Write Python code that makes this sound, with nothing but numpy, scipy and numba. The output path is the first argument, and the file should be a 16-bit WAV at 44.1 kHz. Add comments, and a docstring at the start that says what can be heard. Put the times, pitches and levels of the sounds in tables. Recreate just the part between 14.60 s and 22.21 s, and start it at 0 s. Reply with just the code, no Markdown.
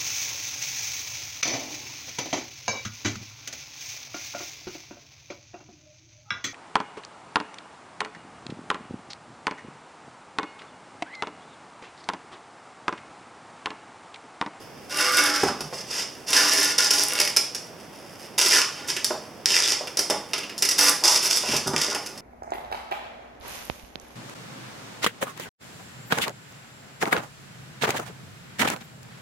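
"""Masking tape and its masking sheet are peeled by hand off a freshly painted steel fuel tank.
The glue lets go in dense tiny cracks and single snaps that ring the hollow tank; the taut strip sings.
The loose sheet buckles, fingers rub and tick, a brush and hands knock softly.
Two close microphone ports hear it in a small workshop, over quiet room noise."""
import sys
import numpy as np
from scipy import signal
from scipy.fft import rfft, irfft
from scipy.io import wavfile
from numba import njit

SR = 44100
rng = np.random.default_rng(int(sys.argv[2]) if len(sys.argv) > 2 else 0)


def to_wav(sig):
    """Store sig (one row per channel, or 1-D mono) as 16-bit WAV at the path in sys.argv[1].

    Samples outside -1..1 are clipped; the rate is SR.
    """
    pcm = np.clip(np.atleast_2d(sig), -1, 1) * 32767
    pcm = np.round(pcm).astype(np.int16)
    wavfile.write(sys.argv[1], SR, pcm.T)  # frames by channels


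N = 335477
TIME = np.arange(N) / SR


def undb(db):
    """Decibels to gain."""
    return 10 ** (np.asarray(db) / 20)


def unit(h):
    """Scale to energy 1."""
    return h / np.sqrt(np.sum(h ** 2, axis=-1, keepdims=True))


def convolve(x, h):
    """Pass a sound through a response."""
    return signal.oaconvolve(x, h, axes=-1)[..., :N]


def response(points, size=4096):
    """Minimum-phase impulse response of a (f/Hz, level/dB) spectrum."""
    hz, db = np.transpose(points)
    grid_hz = np.maximum(np.arange(size // 2 + 1) * SR / size, 1)
    gain = undb(np.interp(np.log(grid_hz), np.log(hz), db))
    cepstrum = irfft(np.log(gain))
    cepstrum[1:size // 2] *= 2
    cepstrum[size // 2 + 1:] = 0
    return irfft(np.exp(rfft(cepstrum)))[:size // 2]


def colour(x, points):
    """Give a white sound a spectrum at equal power."""
    return convolve(x, unit(response(points)))


def add(track, start_s, sound):
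    """Mix a sound into a track."""
    i = int(np.clip(start_s * SR, 0, N - 1))
    track[i:i + len(sound)] += sound[:N - i]


def walk(per_s):
    """Random value wandering at the given rate."""
    knots = TIME[::int(SR / per_s)]
    return np.interp(TIME, knots, rng.standard_normal(len(knots)))


@njit
def resonate(x, hz, width_hz):
    """State-variable band-pass, centre set per sample; white sound keeps its power."""
    y, band, low = np.empty(len(x)), 0., 0.
    for i in range(len(x)):
        g, damping = np.tan(np.pi * hz[i] / SR), width_hz / hz[i]
        v = (band + g * (x[i] - low) + 1e-18) / (1 + g * (g + damping))
        band, low = 2 * v - band, low + 2 * g * v
        y[i] = damping * v
    return y * np.sqrt(SR / (np.pi * width_hz))


def cracks(per_s, scatter_db, size=N):
    """Randomly timed clicks of scattered strength, rms 1."""
    fired = rng.random(size) < per_s / SR
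    strength = undb(scatter_db * np.clip(rng.standard_normal(size), -2, 2))
    return unit(fired * strength * rng.choice([-1, 1], size) + 1e-12) * np.sqrt(size)


def burst(fade_s, per_s, size=8192):
    """Flurry of clicks decaying from about rms 1."""
    fade = np.exp(-np.arange(size) / SR / fade_s)
    return unit(cracks(per_s, 5.6, size) * fade) * np.sqrt(np.sum(fade ** 2))


def diffuse(apart_hz, bass_side, size=N):
    """Diffuse noise at two close ports: alike in the bass, unrelated in the treble."""
    mid, side = rfft(rng.standard_normal((2, size)))
    hz = np.arange(len(mid)) * SR / size
    angle = np.pi / 4 * np.clip(bass_side + hz / apart_hz, 0, 1)
    return irfft(mid * np.cos(angle) + np.outer([1, -1], side * np.sin(angle)), size)


# Room noise spectrum: f/Hz, level/dB
ROOM_SPECTRUM = [(20, -34), (60, -11), (130, 0), (300, 0), (600, -1), (1200, -8.5), (2500, -15.5),
                 (4500, -22), (8000, -22.5), (15000, -24.5)]
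def room_noise(rush_db=-45.0, rumble_db=-66):
    """Steady low rush of the building with faint hiss; the rumble differs between ports."""
    rush = convolve(diffuse(15000, 0.38), unit(response(ROOM_SPECTRUM))[None])
    low_band = signal.butter(2, [25, 90], "band", fs=SR, output="sos")
    rumble = signal.sosfilt(low_band, rng.standard_normal((2, N)))
    return undb(rush_db) * rush + undb(rumble_db) * rumble / rumble.std()


def workshop(x, early_db=-5, early_s=0.0055, tail_db=-3, t60_s=0.47, half_t60_hz=17000, size=32768):
    """Direct sound, quick bench reflections, then a short tail whose treble dies first."""
    t = TIME[:size]
    arrived = t > .0008
    build_up = 1 - np.exp(-t / 0.0064)
    blend = 0.73 * walk(8)  # moving hands and tape shift the reflections
    out = x
    for weight in (np.cos(blend), np.sin(blend)):
        early = unit(diffuse(10500, 0.099, size) * arrived * np.exp(-t / early_s))
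        hz, age_s, cells = signal.stft(diffuse(14000, 0.016, size), SR)
        decay = np.exp(-np.log(1000) * np.outer(1 + (hz / half_t60_hz) ** 2, age_s) / t60_s)
        tail = unit(signal.istft(cells * decay, SR)[1][:, :size] * build_up)
        out = out + convolve((x * weight)[None], undb(early_db) * early + undb(tail_db) * tail)
    return out / np.sqrt(1 + undb(early_db) ** 2 + undb(tail_db) ** 2)


# Knock, thud and hiss (scuffs, peel line) spectra: f/Hz, level/dB
KNOCK_SPECTRUM = [(60, -11), (200, -6), (380, 4.5), (520, -1), (720, 2), (1250, -0.5), (1800, -9.5),
                  (4000, -29), (9000, -61)]
THUD_SPECTRUM = [(25, -46), (70, -15), (150, -17), (230, 2), (400, -17.5), (1500, -40)]
HISS_SPECTRUM = [(40, -59), (300, -33.5), (1500, -32.5), (3300, -3.5), (4500, -0.5), (6500, 2.5),
                 (8500, -2), (11000, -5), (13000, -14), (16000, -29)]
# Brush laid down, later hands on the tank: t/s, level/dB, thud trim/dB, contact rise/s
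BUMPS = [(0.831, -13.5, -9, 0.0016), (0.88, -17, -19, 0.001), (1.005, -27.5, -7, 0.0018),
         (6.881, -32, 2, 0.0012), (6.931, -22, -4, 0.0014), (7.062, -21, -1, 0.0021),
         (7.076, -22, -3, 0.0025), (7.132, -18, -13, 0.0025), (7.152, -29, -17, 0.003)]
def bumps(knock_db=-2, thud_db=-1, boom_db=-2, boom_hz=152.0, scuff_db=-11, fade_s=0.012):
    """Soft contacts: dull knock, scuff, low thud and the boom of the hollow tank."""
    knock, thud = np.zeros((2, N))
    for start_s, db, thud_trim_db, rise_s in BUMPS:
        push = burst(fade_s, per_s=2600) * undb(db)
        push *= 1 - np.exp(-TIME[:len(push)] / rise_s)
        add(knock, start_s, push * undb(knock_db))
        add(thud, start_s, push * undb(thud_trim_db + thud_db))
    scuff = undb(scuff_db) * colour(knock, HISS_SPECTRUM)
    boom = undb(boom_db) * resonate(thud, np.full(N, boom_hz), width_hz=16.0)
    return colour(knock, KNOCK_SPECTRUM) + scuff + colour(thud, THUD_SPECTRUM) + boom


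# Folds of the loose sheet: t/s, level/dB, f/Hz
BUCKLES = [(1.126, -30, 606), (4.506, -21, 567), (5.201, -27.5, 656), (5.388, -29.5, 494),
           (5.499, -19.5, 530), (5.534, -28, 700), (6.835, -27, 670), (7.281, -29, 495), (7.318, -29, 1030),
           (7.348, -28.5, 800)]
def buckles(width_hz=620.0, fade_s=0.014, puff_db=-15):
    """The freed sheet folds over with a hollow, papery crumple and a puff of air."""
    crumple, puff = np.zeros((2, N))
    for start_s, db, hz in BUCKLES:
        push = burst(fade_s, per_s=1200) * undb(db)
        centre_hz = np.full(len(push), float(hz))
        fold = resonate(resonate(push, centre_hz, width_hz), centre_hz, width_hz)
        add(crumple, start_s, unit(fold) * np.linalg.norm(push))
        add(puff, start_s, push)
    return crumple + undb(puff_db) * colour(puff, THUD_SPECTRUM)


# Notes of the taut strip: start t/s, end t/s, first f/Hz, last f/Hz, level/dB
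ZIPS = [(.36, 0.825, 1380, 1480, -32.5), (1.74, 1.883, 1900, 1090, -30), (3.906, 4.02, 2330, 1110, -28),
        (4.9, 5, 3250, 1800, -34), (5.026, 5.063, 3650, 3430, -30), (6.226, 6.317, 2330, 1570, -37),
        (6.422, 6.552, 860, 885, -31.5)]
def zips(width_hz=520.0, slips_per_s=2400):
    """Quick slips pluck the taut strip; its note mostly falls as more comes free."""
    out, slips = np.zeros(N), cracks(slips_per_s, scatter_db=3.0)
    for start_s, end_s, first_hz, last_hz, db in ZIPS:
        span = (TIME >= start_s) & (TIME < end_s)
        hz = np.geomspace(first_hz, last_hz, span.sum())
        note = resonate(resonate(slips[span], hz, width_hz), hz, width_hz)
        envelope = signal.windows.tukey(len(note), .2) * undb(db)
        add(out, start_s, unit(note) * np.sqrt(len(note)) * envelope)
    return out


# Steel tank modes: f/Hz, level/dB
TANK_MODES = [(296, 4), (385, -2), (501, 3), (588, -0.5), (646, -4), (830, 4.5), (1020, -0.5), (1180, 3.5),
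              (1385, -7.5), (1440, 7.5), (1615, 0.5), (1750, 6), (1998, -46), (2210, 4.5), (2542, -35),
              (2840, -4)]
def tank(push, base_width_hz=7, loss=0.0097, shift_db=2.5):
    """The shell rings; each mode swells and fades as the peel line moves over it."""
    low_cut = signal.butter(2, 220, "high", fs=SR, output="sos")  # tape is too light to drive the bass
    push = signal.sosfilt(low_cut, push)
    hz, db = np.transpose(TANK_MODES)
    widths_hz = base_width_hz + loss * hz
    weights = unit(undb(db) * np.sqrt(widths_hz))
    ring = np.zeros(N)
    for k in range(len(hz)):
        coupling = undb(shift_db * walk(4.6))
        ring += (-1) ** k * weights[k] * resonate(push * coupling, np.full(N, hz[k]), widths_hz[k])
    return ring


def spread(hiss, rasp, sizzle_db, body_db, ring_db):
    """Split cracks into five drives: sizzle, hiss, rasp, body, tank ring."""
    return np.array([hiss * undb(sizzle_db), hiss, rasp, rasp * undb(body_db), rasp * undb(ring_db)])


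def fingers(hiss_db=-64, rasp_db=-60, shifts_per_s=14):
    """Fingertips rub the tape and shift grip: a faint, dry rustle that comes and goes."""
    rub = cracks(per_s=500, scatter_db=4) * undb(4 * walk(shifts_per_s))
    return spread(rub * undb(hiss_db), rub * undb(rasp_db), sizzle_db=4, body_db=-9, ring_db=-18)


# Short tugs and faint finger ticks: t/s, level/dB, rasp trim/dB
TUGS_AND_TICKS = [(1.0067, -23.5, -3.5), (1.73, -10, -4.5), (2.7639, -6.5, -8), (2.9478, -19, -9),
                  (4.3643, -20.5, 1), (4.444, -8.5, -15), (5.2717, -27, 0.5), (5.3708, -13, -8.5),
                  (5.389, -10, -10.5), (5.5, -12.5, -5), (5.734, -18.5, 3.5), (5.7794, -22.5, -1),
                  (5.8311, -33.5, 6.5), (5.895, -33, 4.5), (5.9795, -19.5, -17), (6.0223, -8, -8),
                  (6.0502, -13, -7), (6.088, -10, -12), (6.1111, -13, -7.5), (6.9656, -14.5, -13),
                  (7.0733, -17, -27), (7.2152, -13, -7), (7.3475, -19, -1.5), (7.461, -24, -8),
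                  (7.5764, -31.5, -8)]
def tugs_and_ticks(hiss_db=-7, rasp_db=-4, fade_s=0.0091):
    """Short tugs and faint finger ticks: brief flurries of tiny cracks."""
    hiss, rasp = np.zeros((2, N))
    for start_s, db, rasp_trim_db in TUGS_AND_TICKS:
        flurry = burst(fade_s, per_s=3500) * undb(db)
        add(hiss, start_s, flurry * undb(hiss_db))
        add(rasp, start_s, flurry * undb(rasp_trim_db + rasp_db))
    return spread(hiss, rasp, sizzle_db=-5.5, body_db=-5.5, ring_db=-9)


# Loudest glue snaps: t/s, level/dB, rasp trim/dB
SNAPS = [(2.3104, -13, -32), (2.5892, -12, -1.5), (2.6161, -8.5, -8), (2.6755, -13.5, -2),
         (3.8205, -7, -17), (4.0171, -11, 1), (4.8582, -2.5, -10.5), (4.905, -13, 0), (4.9431, -15, 3),
         (4.9664, -10, -0.5), (6.481, -4.5, -31), (7.1633, -8.5, -2.5)]
def snaps(hiss_db=11.0, rasp_db=14, threads_db=-3, threads_s=0.001):
    """A stuck spot lets go in one sharp click; its last threads break right behind."""
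    hiss, rasp = np.zeros((2, N))
    for start_s, db, rasp_trim_db in SNAPS:
        click = undb(threads_db) * unit(burst(threads_s, per_s=6800))
        click[0] = 1
        add(hiss, start_s, unit(click) * undb(db + hiss_db))
        add(rasp, start_s, unit(click) * undb(db + rasp_trim_db + rasp_db))
    return spread(hiss, rasp, sizzle_db=-29.0, body_db=-16.0, ring_db=-16.5)


def stick_slip(gap_s=0.02, jitter=0.3, scatter_db=3, count=600):
    """Glue sticks and snaps at a loosely regular pace, rms 1."""
    timing, strength = rng.standard_normal((count, 2)).T
    at = (np.cumsum(gap_s * np.exp(jitter * timing)) * SR).astype(int)
    train = np.zeros(N)
    train[at[at < N]] = undb(scatter_db * np.clip(strength[at < N], -2, 2))
    return unit(train) * np.sqrt(N)


def effort(age_s, length_s, attack_s, sag_db, swell_db=18, jerk_db=9, jerk_s=0.0096,
           release_s=0.005, rustle_db=-25.5, rustle_s=0.18):
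    """Gain of one pull: swells or jerks as the glue breaks away, sags, stops, rustles out."""
    attack_s = max(attack_s, .0005)
    ease = 1 - np.exp(-age_s / (0.11 * attack_s))
    rise_db = -swell_db * (1 - np.minimum(age_s / attack_s, 1)) ** 1.11
    fall_db = sag_db * np.minimum(age_s / length_s, 1) ** 1.3
    jerk = 1 + (undb(jerk_db) - 1) * np.exp(-(age_s + attack_s) / jerk_s)
    past_s = np.maximum(age_s - length_s, 0)
    release = np.maximum(np.exp(-past_s / release_s), undb(rustle_db) * np.exp(-past_s / rustle_s))
    return ease * undb(rise_db - fall_db) * jerk * release


# Pulls on the tape: t/s, length/s, attack/s, level/dB, sag/dB, rasp trim/dB, coarse share/0-1,
# sizzle/dB re hiss, tank's freedom to ring/0-1
PULLS = [(0.292, 0.2, 0.15, -18, 10.5, -3, 0.3, -2, 0.95),
         (0.471, 0.23, 0.11, -17.5, 10.5, -3.5, 0.13, -1.5, 0.94),
         (0.695, 0.19, 0.055, -25.5, 4, -6.5, 0.02, -12, 0.9),
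         (1.105, 0.11, 0.057, -33.5, 1, -9, 0.1, -19, 0.13),
         (1.255, 0.17, 0.13, -21.5, 6, -8, 0, -15, 0.09),
         (1.662, 0.46, 0.11, -14.5, 9.5, -8, 0.09, -8.5, 0.45),
         (2.18, 0.1, 0.0028, -18, 7, -10.5, 0.26, -11.5, 0.31),
         (2.306, 0.13, 0.00082, -22, 1, -11, 0.27, -6.5, 0.17),
         (2.453, 0.15, 0.035, -29.5, 6.5, -1.5, 0.85, -2, 0.36),
         (2.591, 0.11, 0.0011, -24.5, 9, -7.5, 0.94, -0.5, 0.22),
         (3.779, 0.22, 0.00048, -19.5, -2.5, -9, 0.5, -11, 0.06),
         (4.132, 0.12, 0.062, -43, 3.5, 1.5, 0, -30, 0.57),
         (4.266, 0.04, 0.048, -18.5, -2.5, -9, 0.15, -13, 0.03),
         (4.861, 0.27, 0.02, -21.5, -0.5, -10.5, 0.67, -18, 0.07),
         (6.179, 0.12, 0.0053, -19.5, 0.5, -8, 0.23, -2, 0.36),
         (6.437, 0.14, 0.001, -18, -0.5, -12, 0.24, -11.5, 0),
         (6.615, 0.061, 0.015, -19, 4.5, -9.5, 0.06, -3, 0.04),
         (6.702, 0.085, 0.00087, -21, 0, -12.5, 0.6, -14.5, 0),
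         (6.795, 0.18, 0.089, -27, -4, -4.5, 0.16, -10, 0.04),
         (7.17, 0.16, 0.0074, -27.5, 2, -11, 0.7, -28, 0.66)]
def pulls(hiss_db=-6, rasp_db=-1, threads_per_s=4000, slips_per_s=170, slip_db=-2.0, snap_db=-1,
          flutter_db=3.0, waver_db=1.1, spurt_db=3, spit_db=-5, body_db=-4, ring_db=1.0):
    """Glue threads break by the thousand; at tough spots the peel line jumps in slips and snaps."""
    fine = cracks(threads_per_s, scatter_db=3.44) * undb(flutter_db * walk(80) + waver_db * walk(22))
    coarse = undb(slip_db) * cracks(slips_per_s, scatter_db=4.7) + undb(snap_db) * stick_slip()
    # thinnest threads: top octave only, in spurts
    spit = undb(spit_db) * cracks(per_s=300, scatter_db=33) * undb(spurt_db * walk(30))
    drive = np.zeros((5, N))
    for start_s, length_s, attack_s, db, sag_db, rasp_trim_db, share, sizzle_db, free in PULLS:
        span = (TIME >= start_s) & (TIME < start_s + length_s + .5)
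        gain = undb(db) * effort(TIME[span] - start_s, length_s, attack_s, sag_db)
        share, free = np.clip([share, free], .001, .999)
        force = gain * (np.sqrt(1 - share) * fine[span] + np.sqrt(share) * coarse[span])
        # a resting hand turns the tank's ring into a dead body sound
        drive[:, span] += spread(force * undb(hiss_db), force * undb(rasp_trim_db + rasp_db), sizzle_db,
                                 body_db + 10 * np.log10(1 - free), ring_db + 10 * np.log10(free))
        drive[0, span] += spit[span] * gain * undb(sizzle_db)
    return drive


# Glue sizzle, paper rasp and damped body spectra: f/Hz, level/dB
SIZZLE_SPECTRUM = [(4000, -21), (7500, -6.5), (10500, -0.5), (12000, -5.5), (16000, -22.5)]
RASP_SPECTRUM = [(150, -46), (700, -18), (1400, 1.5), (2000, 8), (2800, 8), (3700, 4), (5000, -7),
                 (9000, -54.5)]
BODY_SPECTRUM = [(40, -65), (170, -26.5), (330, 6.5), (700, 1.5), (1100, 5), (1700, 10), (2400, -18.5),
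                 (5000, -24.5)]
def tape(drive):
    """Cracks sound from glue, peel line and paper backing, and shake the shell below."""
    sizzle, hiss, rasp, body, ring = drive
    strip = colour(sizzle, SIZZLE_SPECTRUM) + colour(hiss, HISS_SPECTRUM) + colour(rasp, RASP_SPECTRUM)
    return strip + colour(body, BODY_SPECTRUM) + tank(ring)


def scene():
    """All handling sounds in the room, over its steady noise."""
    peeling = tape(pulls() + snaps() + tugs_and_ticks() + fingers())
    return workshop(peeling + zips() + buckles() + bumps()) + room_noise()


# Microphone response: f/Hz, level/dB
MICROPHONE = [(20, -10), (65, 0.5), (3000, 2), (3600, 2.5), (4020, -5.5), (4500, 4), (5250, 10.5),
              (5800, 5), (6700, -1.5), (8000, -2)]
def record(dry, right_db=2.0, top_hz=15900):
    """The microphone housing rings near 5 kHz with a notch below; peaks clip, the top is cut."""
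    balance = undb(np.array([[-right_db], [right_db]]) / 2)
    heard = convolve(dry, response(MICROPHONE)[None]) * balance
    top_cut = signal.ellip(8, .2, 70, top_hz, fs=SR, output="sos")
    return signal.sosfilt(top_cut, np.clip(heard, -1, 1))


dry = scene()
out = record(dry)
to_wav(out)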